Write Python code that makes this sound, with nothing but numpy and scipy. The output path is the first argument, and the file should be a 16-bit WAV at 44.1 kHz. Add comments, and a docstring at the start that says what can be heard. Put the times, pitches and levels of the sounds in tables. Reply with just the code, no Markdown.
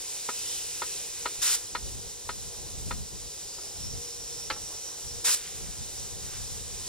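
"""Pressure cooker on a camp stove.

A gas jet hisses and its flame roars under the pot.
Steam leaks at the valve, which lifts in two short spurts; between them a thin whistle creeps upward.
Behind the pot a knife chops on a board and is laid down, hands rub over the table and a paper towel,
and a light breeze bumps the microphones."""
import sys
import numpy as np
from scipy import signal
from scipy.fft import rfft, irfft
from scipy.io import wavfile
from scipy.ndimage import uniform_filter1d

SR = 44100
rng = np.random.default_rng(int(sys.argv[2]) if len(sys.argv) > 2 else 0)


def wav_record(signal):
    """Record a signal, one row per channel, as 16-bit PCM in the file named by sys.argv[1]."""
    frames = np.transpose(np.atleast_2d(signal))
    bounded = np.clip(frames, -1, 1)
    # unit amplitude maps onto the largest positive 16-bit level
    quanta = np.round(bounded * 32767).astype(np.int16)
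    wavfile.write(sys.argv[1], SR, quanta)


N = 303408
FRAME, HOP = 2048, 512
BIN_HZ = np.fft.rfftfreq(FRAME, 1 / SR)
TIME_S = np.arange(N) / SR
FRAME_S = np.arange(N // HOP + 3) * HOP / SR


def amp(db):
    return 10 ** (np.asarray(db) / 20)


def unit_rms(x):
    return x / np.sqrt(np.mean(x ** 2) + 1e-20)


def over_hz(points):
    """Breakpoints interpolated over log frequency."""
    hz, value = np.transpose(points)
    return np.interp(np.log(BIN_HZ + 1), np.log(hz + 1), value)


def over_time(points, t=TIME_S):
    return np.interp(t, *np.transpose(points))


def resonance(hz, width_hz):
    """Magnitude of one resonance."""
    return 1 / np.sqrt(1 + (2 * (BIN_HZ - hz) / width_hz) ** 2)


def tilt(db_per_oct, pivot_hz, hz=BIN_HZ):
    return amp(db_per_oct * np.log2((hz + 100) / pivot_hz))


def drift(low_hz, high_hz, t=TIME_S):
    """Random wander, unit RMS."""
    rates_hz = np.geomspace(low_hz, high_hz, 24)
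    waves = sum(np.sin(2 * np.pi * (hz * FRAME_S + rng.random())) / np.sqrt(hz) for hz in rates_hz)
    return np.interp(t, FRAME_S, unit_rms(waves))


def swell(peak_s, db, rise_s, fall_s):
    """Gaussian rise and fall."""
    return amp(db) * np.exp(-((TIME_S - peak_s) / np.where(TIME_S < peak_s, rise_s, fall_s)) ** 2)


def swells(rows):
    """Power sum of swells."""
    return np.sqrt(sum(swell(*row) ** 2 for row in rows))


# microphone pair: f/Hz, coherence
MIC_COHERENCE = [(100, .6), (500, .88), (1400, .94), (2300, .82), (4400, .82), (6000, .82), (8300, .89),
                 (11000, .89), (13300, .87), (16000, .6)]
# left phase lead: f/Hz, phase/rad
MIC_LEAD = [(0, 0), (600, -0.4), (2150, 0.4), (3100, 0.2), (4480, 1.3), (5000, 0.5), (6030, 2.1),
            (7490, 1.8), (8790, 2.8), (10100, 2.4), (11900, 3.2), (14200, 3.6), (14600, 4.2), (16400, 4.7)]
# left minus right: f/Hz, level/dB
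MIC_BALANCE = [(400, 1), (1600, -1), (2300, 2), (3250, -2), (3700, 1.5), (4300, -4.5), (4720, 5),
               (5200, -0.5), (5900, -7), (6600, 5.5), (8100, -5), (9200, 5), (10400, -1.7), (15000, -0.5)]
def noise(magnitude, coherence=None):
    """Unit-RMS noise of a steady or moving spectrum, as the two microphones hear it."""
    a, b, c, d = rng.standard_normal((4, len(FRAME_S), len(BIN_HZ)))
    shared = np.clip(over_hz(MIC_COHERENCE) if coherence is None else coherence, -1, 1)
    left = a + 1j * b
    right = (shared * left + np.sqrt(1 - shared ** 2) * (c + 1j * d)) * np.exp(-1j * over_hz(MIC_LEAD))
    pan = amp(over_hz(MIC_BALANCE) / 2)
    spectra = np.array([left * pan, right / pan]) * magnitude
    _, stereo = signal.istft(spectra, nperseg=FRAME, noverlap=FRAME - HOP, time_axis=1, freq_axis=2)
    return unit_rms(stereo[:, :N])


# gas jet spectrum: f/Hz, relative density/dB
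JET_SPECTRUM = [(150, -14.5), (500, -24), (1000, -16.5), (1700, -18.5), (2900, -13.5), (4000, -7),
                (5000, -5.5), (6200, -2.5), (7500, -3.5), (8300, -4), (9900, -6), (10600, -9.5),
                (12000, -7), (15700, -25.5)]
# jet strength: t/s, level/dB
JET_LEVEL = [(0, -37.5), (1.4, -38.5), (2.2, -40.5), (2.7, -39.5), (3.1, -41), (3.6, -39.5), (5.7, -39),
             (6.88, -38)]
# hollow under the pot: f/Hz, width/Hz, relative level/dB
FLAME_MODES = [(357, 128, -3), (415.5, 18.4, -0.5), (472, 40, 0.5), (547, 48, -6), (756, 280, -7)]
def burner(colour, flutter_db=0.59, roar_db=-55, waver_db=1.0):
    """The jet hisses and the flame roars in the hollow under the pot."""
    jet = noise(amp(over_hz(JET_SPECTRUM)) * colour)
    jet *= amp(over_time(JET_LEVEL) + flutter_db * drift(2, 30))
    roar = noise(sum(amp(db) * resonance(hz, width_hz) ** 2 for hz, width_hz, db in FLAME_MODES))
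    return jet + roar * amp(roar_db + waver_db * drift(0.884, 11))


# narrow resonances and broad treble colouring of the hiss: f/Hz, width/Hz, gain/dB
HISS_COLOUR = [(2220, 79, 1), (4470, 110, -7.5), (4780, 29, -1.5), (5470, 26, 4), (5700, 50, 5),
               (6160, 19, 8), (6620, 35, -9), (7060, 25, 5), (6840, 24, 8.5), (7414, 65, 4), (7680, 30, -2),
               (8230, 340, 2), (9500, 25, 2), (10100, 400, -1), (10260, 320, 0), (12650, 1000, -7),
               (14800, 1400, 6.5)]
def hiss_colour(ripple_db=1.59):
    """Peaks, dips and fine ripple shared by the gas and steam hiss."""
    ripple = unit_rms(uniform_filter1d(rng.standard_normal(len(BIN_HZ)), size=3))
    bands_db = sum(db * resonance(hz, width_hz) ** 2 for hz, width_hz, db in HISS_COLOUR)
    return amp(ripple_db * ripple + bands_db)


# escaping steam: f/Hz, relative density/dB
STEAM_SPECTRUM = [(200, -58), (600, -21.5), (1300, -11.5), (2300, -9.5), (3000, -8), (4300, -3), (6200, -1),
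                  (7400, -1.5), (8300, -1), (10000, -2.5), (11000, -5), (12200, -3.5), (14000, -16.5),
                  (15700, -24)]
# flow past the seated valve: t/s, level/dB
LEAK_LEVEL = [(0, -41), (.25, -39.5), (.53, -33.8), (.72, -38.5), (.95, -37), (1.15, -42), (1.4, -40),
              (1.7, -55), (1.9, -75)]
def valve_leak(colour, ref_hz=2410, ref_db=-40, oct_per_db=0.06, width_hz=550, sputter_db=-0.1):
    """Steam seeps past the valve; the gap resonates higher with more flow and passes little below."""
    flow_db = over_time(LEAK_LEVEL, FRAME_S)[:, None]
    gap_hz = ref_hz * 2 ** (oct_per_db * (flow_db - ref_db))
    highpass = BIN_HZ ** 2 / (BIN_HZ ** 2 + (gap_hz / 2) ** 2)
    gap = (1 + 1.35 * resonance(gap_hz, width_hz) ** 2) * highpass
    spectrum = amp(over_hz(STEAM_SPECTRUM)) * tilt(0.7, 6000) * colour
    return noise(spectrum * gap) * amp(over_time(LEAK_LEVEL) + sputter_db * drift(3.1, 30.5))


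# lifts: open/s, spit/s, shut/s, rise/s, level/dB, spit level/dB, open and shut tilt/(dB/oct)
VALVE_LIFTS = [(1.412, 1.475, 1.557, .014, -24, -39, -0.45, 0.34),
               (5.24, 5.289, 5.351, 0.012, -22.5, -34, -0.33, 1.6)]
# spat water: f/Hz, relative density/dB
SPIT_SPECTRUM = [(150, -11), (400, -5), (900, -3.5), (1500, 3), (3000, -2), (6000, -27)]
def valve_spurts(colour, echo_db=-7, echo_t60_s=0.19, spit_width_s=0.018, fizz_db=4):
    """The valve pops open, spits water, brightens as it narrows and snaps shut with a short echo."""
    out = np.zeros((2, N))
    # the fast jet fizzes more than the leak
    spectrum = amp(over_hz(STEAM_SPECTRUM) + fizz_db * resonance(13500, 4000) ** 2) * colour
    for open_s, spit_s, shut_s, rise_s, db, spit_db, open_tilt, shut_tilt in VALVE_LIFTS:
        echo = amp(echo_db - 60 * np.maximum(TIME_S - shut_s, 0) / echo_t60_s)
        envelope = np.clip((TIME_S - open_s) / rise_s, 0, 1) * np.where(TIME_S < shut_s, 1, echo)
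        closing_rad = np.clip((TIME_S - open_s) / (shut_s - open_s), 0, 1) * np.pi / 2
        wide = noise(spectrum * tilt(open_tilt, 6000))
        narrow = noise(spectrum * tilt(shut_tilt, 6000))
        out += amp(db) * envelope * (np.cos(closing_rad) * wide + np.sin(closing_rad) * narrow)
        spit = noise(amp(over_hz(SPIT_SPECTRUM)) * colour)
        out += spit * swell(spit_s, spit_db, spit_width_s, spit_width_s)
    return out


# whistle glide: t/s, f/Hz
WHISTLE_PITCH = [(3.5, 4850), (3.95, 5630), (4.4, 5500), (4.87, 5880), (5.15, 5498)]
def steam_whistle(colour, start_s=2.83, attack_s=1.1, end_s=5.25, release_s=0.12,
                  level_db=-47, waver_db=1.5, width_hz=650, wander_hz=80):
    """A narrow band of steam noise glides up as pressure builds and dies at the second lift."""
    hz = over_time(WHISTLE_PITCH, FRAME_S) + wander_hz * drift(2, 15, FRAME_S)
    flow = np.interp(TIME_S, [start_s, start_s + attack_s, end_s - release_s, end_s], [0, 1, 1, 0])
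    band = noise(colour * resonance(hz[:, None], width_hz) ** 2)
    return band * flow * amp(level_db + waver_db * drift(2, 10))


# chops: t/s, gain/dB, tilt/(dB/oct)
CHOP_HITS = [(.2882, -29, -3), (.8185, -28, -2.5), (1.2564, -25.5, -1.5), (1.7497, -25.5, -0.5),
             (2.2907, -29, -2), (2.9086, -29, -2), (3.5825, -48.5, -5.5)]
# chopping board: f/Hz, relative level/dB, t60/s
BOARD_MODES = [(391, -13, 0.031), (524, -9.5, 0.044), (846, -5.5, 0.031), (974, 1.5, 0.051),
               (1013, -2.5, 0.032), (1263, -0.5, 0.066), (1357, 2.5, 0.042), (1460, -8, 0.069),
               (1860, -5.5, 0.047), (1870, -10, 0.054), (2133, -16, 0.088), (2350, -9, 0.032),
               (2710, -22, .05), (2860, -12, 0.04), (3510, -18, 0.12), (4230, -11.5, 0.13)]
def knife_chops():
    """The blade strikes and rings the board."""
    return knocks(CHOP_HITS, BOARD_MODES, spread_rad=0.72, crack_db=-5.5, crack_t60_s=0.078, hold_s=0.0059)


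# landing and settling: t/s, gain/dB, tilt/(dB/oct)
LANDING_HITS = [(4.5007, -26.5, -1.5), (4.562, -48, -7.5)]
# blade and handle: f/Hz, relative level/dB, t60/s
KNIFE_MODES = [(520, -11, 0.13), (854, -3.5, 0.09), (1090, -10, 0.067), (1331, 0.5, 0.089),
               (1610, 0.5, 0.043), (2090, -2, 0.043), (2175, -0.5, 0.046), (2700, -11, .06),
               (3180, -18, 0.071), (4180, -3, 0.073), (4710, -0.5, 0.063)]
def knife_laid_down():
    """The knife lands, rings and settles."""
    return knocks(LANDING_HITS, KNIFE_MODES,
                  spread_rad=0.5, crack_db=-3, crack_t60_s=0.11, hold_s=0.0067)


# dull crack of blade on wood: f/Hz, relative density/dB
CRACK_SPECTRUM = [(120, -34), (250, -7), (680, -9.5), (1100, -4), (1600, -3), (2200, -3), (3200, -6),
                  (4300, -3.5), (5800, -29), (9000, -36)]
def knocks(hits, modes, spread_rad, crack_db, crack_t60_s, hold_s):
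    """Blows on one spot: modes ring, and a crack holds while the blade bears down, then decays."""
    n = SR // 5
    t = np.arange(n) / SR
    blow_hz = np.fft.rfftfreq(n, 1 / SR)
    phases = rng.random(len(modes))
    sides = np.sign(rng.standard_normal(len(modes)))
    ring = np.zeros((2, n))
    for (hz, db, t60_s), phase, side in zip(modes, phases, sides):
        # each mode takes its own way round the pot
        lag_rad = np.array([[0], [2 * np.pi * hz / SR + spread_rad * side]])
        ring += amp(db - 60 * t / t60_s) * np.sin(2 * np.pi * (hz * t + phase) - lag_rad)
    attack = np.interp(t, [0, .0003, .005], [0, .5, 1])
    decay = amp(crack_db - 60 * np.maximum(t - hold_s, 0) / crack_t60_s)
    wood = noise(amp(over_hz(CRACK_SPECTRUM)), coherence=0.79)
    out = np.zeros((2, N))
    for hit_s, db, db_per_oct in hits:
        start = round(hit_s * SR)
        crack = .85 * wood[:, :n] + .5 * wood[:, start:start + n]  # the spot's share + this blow's
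        spectrum = rfft(attack * (ring + decay * crack)) * tilt(db_per_oct, 1870, blow_hz)
        blow = irfft(spectrum, n)[:, :n * 3 // 4]
        out[:, start:start + blow.shape[1]] += amp(db) * blow
    return out


# strokes: t/s, level/dB, rise and fall/s, f/Hz
RUB_STROKES = [(4.72, -55.5, 0.065, 780), (4.931, -57.5, 0.082, 740), (5.44, -48, 0.099, 2650),
               (5.68, -58, 0.18, 2040), (6.33, -53, 0.11, 1720), (6.7, -60.5, .3, 2200)]
def handling(width_oct=0.82, grain_db=2.0):
    """Hands slide things over the table and fold a paper towel: grainy rubs, the paper higher."""
    out = np.zeros((2, N))
    for peak_s, db, width_s, hz in RUB_STROKES:
        band = np.exp(-.5 * (np.log2((BIN_HZ + 1) / hz) / width_oct) ** 2)
        out += noise(band) * swell(peak_s, db, width_s, width_s)
    return out * amp(grain_db * drift(8, 40))


# spells of singing: t/s, relative level/dB, rise/s, fall/s
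FLAME_SPELLS = [(.9, -60.5, 0.96, 2.7), (4.2, -55, .35, 0.49), (5.15, -57, 0.27, .35)]
def flame_note(hz=475, wander_hz=4.6, waver_db=2.0, pan_db=5.0):
    """The flame sings one thin, unsteady note."""
    cycles = np.cumsum(hz + wander_hz * drift(2.7, 30)) / SR
    note = np.sin(2 * np.pi * cycles) * swells(FLAME_SPELLS) * amp(waver_db * drift(2.1, 25))
    return note * amp([[pan_db], [-pan_db]])


# turbulence: f/Hz, relative density/dB
WIND_SPECTRUM = [(15, -20), (45, 1), (80, -2), (130, -6), (200, -12), (350, -25.5), (700, -29.5),
                 (2000, -51)]
# gusts: t/s, relative level/dB, rise/s, fall/s
WIND_GUSTS = [(1.87, -42, 0.13, 0.21), (2.35, -47, 0.11, 0.3), (2.7, -46.5, 0.11, 0.11),
              (2.93, -36.5, 0.17, 0.12), (3.16, -44.5, 0.046, 0.11), (3.95, -39, 0.16, 0.05),
              (4.55, -52, 0.8, 0.23), (5.1, -44, 0.051, 0.11), (5.6, -43.5, 0.071, .3),
              (6.4, -45.5, 0.66, .7)]
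# air between gusts: t/s, relative level/dB
WIND_FLOOR = [(0, -64), (.6, -56.5), (6.88, -61)]
def breeze(gain_db=2, lump_db=2.3):
    """Lumpy low turbulence in gusts, only loosely related at the two microphones."""
    strength = np.hypot(amp(over_time(WIND_FLOOR)), swells(WIND_GUSTS))
    rumble = noise(amp(over_hz(WIND_SPECTRUM)), coherence=-0.42)
    return rumble * strength * amp(gain_db + lump_db * drift(5, 30))


def scene():
    colour = hiss_colour()
    stove = burner(colour) + flame_note()
    steam = valve_leak(colour) + steam_whistle(colour) + valve_spurts(colour)
    return stove + steam + knife_chops() + knife_laid_down() + handling() + breeze()


def record(dry):
    """Low-pass at 16 kHz."""
    taps = signal.firwin(511, 16000, window=("kaiser", 9), fs=SR)
    return signal.oaconvolve(dry, taps[None], "same")


dry = scene()
out = record(dry)
wav_record(out)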